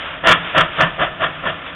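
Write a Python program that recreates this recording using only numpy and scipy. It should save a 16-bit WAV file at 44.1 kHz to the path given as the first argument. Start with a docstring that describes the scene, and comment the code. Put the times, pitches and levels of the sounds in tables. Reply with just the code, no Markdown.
"""Steam locomotive leaving a platform at night

Six quick chuffs, each weaker than the last, sound over hissing steam and a low rumble. Every exhaust
blast excites the resonances of the chimney, thumps the smokebox and ends in a rasping jet.
The station echoes the chuffs, and a narrow-band pocket recorder overloads on the first blasts."""
import sys
import numpy as np
from scipy import signal
from scipy.fft import rfft, irfft
from scipy.io import wavfile

SR = 44100
rng = np.random.default_rng(int(sys.argv[2]) if len(sys.argv) > 2 else 0)


def inscribe(sig):
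    """Save sig as 16-bit PCM at rate SR to the path in sys.argv[1].

    A 1-D sig is mono; a 2-D sig holds one channel per row.
    Samples are clipped to [-1, 1] before scaling.
    """
    pcm = np.round(np.clip(np.atleast_2d(sig).T, -1, 1) * 32767)
    wavfile.write(sys.argv[1], SR, pcm.astype(np.int16))


N = 77175
T = np.arange(N) / SR
F = np.maximum(np.fft.rfftfreq(N, 1 / SR), 1)

# Exhaust beats: start_s, rise_s, hold_s, bark_db, blast_db, jet_db, thump_db
BEATS = [(0.229, .046, 0.039, -15.5, -8.5, -11.5, -25), (0.534, 0.035, 0.036, -17.5, -11.5, -17.5, -26),
         (0.776, 0.027, 0.025, -18.5, -13, -23.5, -25), (0.978, 0.024, .028, -20, -16.5, -24, -28.5),
         (1.189, .038, 0.014, -21.5, -17, -24.5, -30), (1.419, 0.036, 0.03, -24, -20.5, -27, -35)]
# Low chimney resonances, the hollow bark: centre_hz, width_hz, level_db
LOW_CHIMNEY_MODES = [(304.7, 79, -5.5), (396, 29, -10.5), (534, 82, -2), (639, 50, 4), (709, 83, -1.5),
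                     (775, 34, -8)]
# High chimney resonances: centre_hz, width_hz, level_db
HIGH_CHIMNEY_MODES = [(1001, 123, -3), (1147, 100, -1.5), (1197, 49, -0.5), (1332, 121, 2),
                      (1428, 95, -0.5), (1648, 160, -4), (1763, 52, 4), (1838, 77, -2), (2000, 74, -6),
                      (2230, 180, -14.5), (2765, 370, -9)]


def undb(db):
    """Amplitude ratio of a level in decibels."""
    return 10 ** (np.asarray(db) / 20)


def noise(gain):
    """Source-filter model of turbulence: white noise weighted by a gain spectrum, scaled to rms 1."""
    x = irfft(rfft(rng.standard_normal(N)) * gain, N)
    return x / x.std()


def colour(points):
    """Spectral envelope: gain interpolated in decibels over log frequency."""
    hz, db = np.array(points).T
    return undb(np.interp(np.log(F), np.log(hz), db))


def resonances(modes):
    """Incoherent summation: steep-sided resonance peaks add in power to one gain spectrum."""
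    peaks = (undb(db) / (1 + 2 * ((F - hz) / width) ** 2) for hz, width, db in modes)
    return np.sqrt(sum(peak ** 2 for peak in peaks))


def fluctuation(cutoff_hz):
    """Random modulation: low-pass noise of rms 1."""
    return noise(np.exp(-(F / cutoff_hz) ** 2))


def puff(start, rise, hold, release_s):
    """Pressure release: a linear rise as the valve opens, steady flow, then exponential decay."""
    age = T - start
    return np.clip(age / rise, 0, 1) * np.exp(-np.maximum(age - rise - hold, 0) / release_s)


def engine_rumble():
    """Stationary low-frequency noise: the drone of the rolling engine."""
    # Rumble spectrum: frequency_hz, level_db
    spectrum = [(20, -16), (55, 0), (95, 0), (125, -8.5), (163, 8), (215, -8.5), (300, -1.5), (430, -14),
                (620, -4), (800, -11), (2000, -28.5)]
    return undb(-39) * noise(colour(spectrum))


def chimney_draught():
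    """Continuous excitation: a light draught keeps the chimney's resonances sounding."""
    return undb(-37) * noise(np.hypot(resonances(LOW_CHIMNEY_MODES), resonances(HIGH_CHIMNEY_MODES)))


def steam_hiss():
    """Turbulent flow: escaping steam radiates broadband noise that swells, sinks and flickers."""
    # Hiss spectrum: frequency_hz, level_db
    spectrum = [(200, -14.5), (500, -5), (900, -2.5), (1300, 3), (1800, -0.5), (2200, -0.5), (2700, -0.5),
                (3400, -0.5), (4500, -10.5)]
    # Hiss envelope: time_s, level_db
    envelope = [(0, -25.5), (.1, -26.5), (.21, -34), (.40, -28), (.47, -24), (.53, -24.5), (.70, -31.5),
                (.78, -21.5), (.93, -30.5), (1.15, -33), (1.38, -31.5), (1.58, -32.5), (1.68, -28.5),
                (1.75, -34)]
    level_db = np.interp(T, *np.array(envelope).T)
    flicker_db = fluctuation(cutoff_hz=40)
    return noise(colour(spectrum)) * undb(level_db + flicker_db)


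def station_echo(x):
    """Reverberation: platform and canopy return a delayed, diffuse tail that decays exponentially."""
    t60_s, delay_s, echo_db = 0.5, 0.024, -21
    onset = np.clip(T / delay_s - 1, 0, 1)
    tail = rng.standard_normal(N) * np.exp(-np.log(1000) * T / t60_s) * onset
    return x + undb(echo_db) * signal.fftconvolve(x, tail / np.linalg.norm(tail))[:N]


def smokebox_thump():
    """Cavity resonance: each beat excites the low modes of the smokebox, which outlast the blast."""
    # Smokebox resonances: centre_hz, width_hz, level_db
    modes = [(45, 43, -13.5), (96, 29, -11.5), (162.9, 29, 0.5)]
    envelope = sum(undb(thump_db) * puff(start, rise, hold, release_s=0.066)
                   for start, rise, hold, *_, thump_db in BEATS)
    return noise(resonances(modes)) * envelope


def exhaust_blast():
    """Pipe resonance and jet noise: each beat barks in the chimney, brightens, then ends in a rasp."""
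    # Spectrum of the rushing gas: frequency_hz, level_db
    gas_spectrum = [(30, -15.5), (200, -9), (450, -2.5), (850, -9), (1300, 0.5), (2150, -2.5), (3500, -0.5),
                    (4500, -18.5)]
    # Spectrum of the rasping jet: frequency_hz, level_db
    jet_spectrum = [(300, -42), (900, -6.5), (1750, -2), (2120, -5), (2330, 5.5), (2510, -10.5),
                    (2750, 4.5), (2950, -2), (3100, 2), (3300, 5.5), (4000, -11)]
    blast_lag_s, jet_lag_s, flutter_db = 0.0043, 0.013, 1.33
    bark = noise(resonances(LOW_CHIMNEY_MODES))
    jet = noise(colour(jet_spectrum))
    blast = noise(resonances(HIGH_CHIMNEY_MODES)) + undb(-8.5) * noise(colour(gas_spectrum))
    exhaust = np.zeros(N)
    for start, rise, hold, bark_db, blast_db, jet_db, _ in BEATS:
        exhaust += bark * undb(bark_db) * puff(start, rise, hold, release_s=0.034)
        exhaust += blast * undb(blast_db) * puff(start + blast_lag_s, rise, hold, release_s=0.029)
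        exhaust += jet * undb(jet_db) * puff(start + jet_lag_s, rise, hold, release_s=0.023)
    return exhaust * undb(flutter_db * fluctuation(cutoff_hz=110))


def scene():
    """Superposition: the chuffs and their echo add to hiss, draught and rumble in one channel."""
    chuffs = station_echo(exhaust_blast() + smokebox_thump())
    return (chuffs + steam_hiss() + chimney_draught() + engine_rumble())[None]


def record(dry):
    """Band limiting and saturation: the recorder cuts the treble, then clips peaks into a crackle."""
    band_hz, filter_order, top_hz = 3590, 26.4, 12300
    ceiling, knee = 0.74, 7.8
    low_pass = 1 / np.sqrt(1 + np.minimum(F / band_hz, 2) ** (2 * filter_order))
    narrow = irfft(rfft(dry) * low_pass, N)
    clipped = narrow / (1 + np.abs(narrow / ceiling) ** (2 * knee)) ** (.5 / knee)
    return signal.sosfilt(signal.ellip(8, .2, 70, top_hz, fs=SR, output="sos"), clipped)


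dry = scene()
out = record(dry)
inscribe(out)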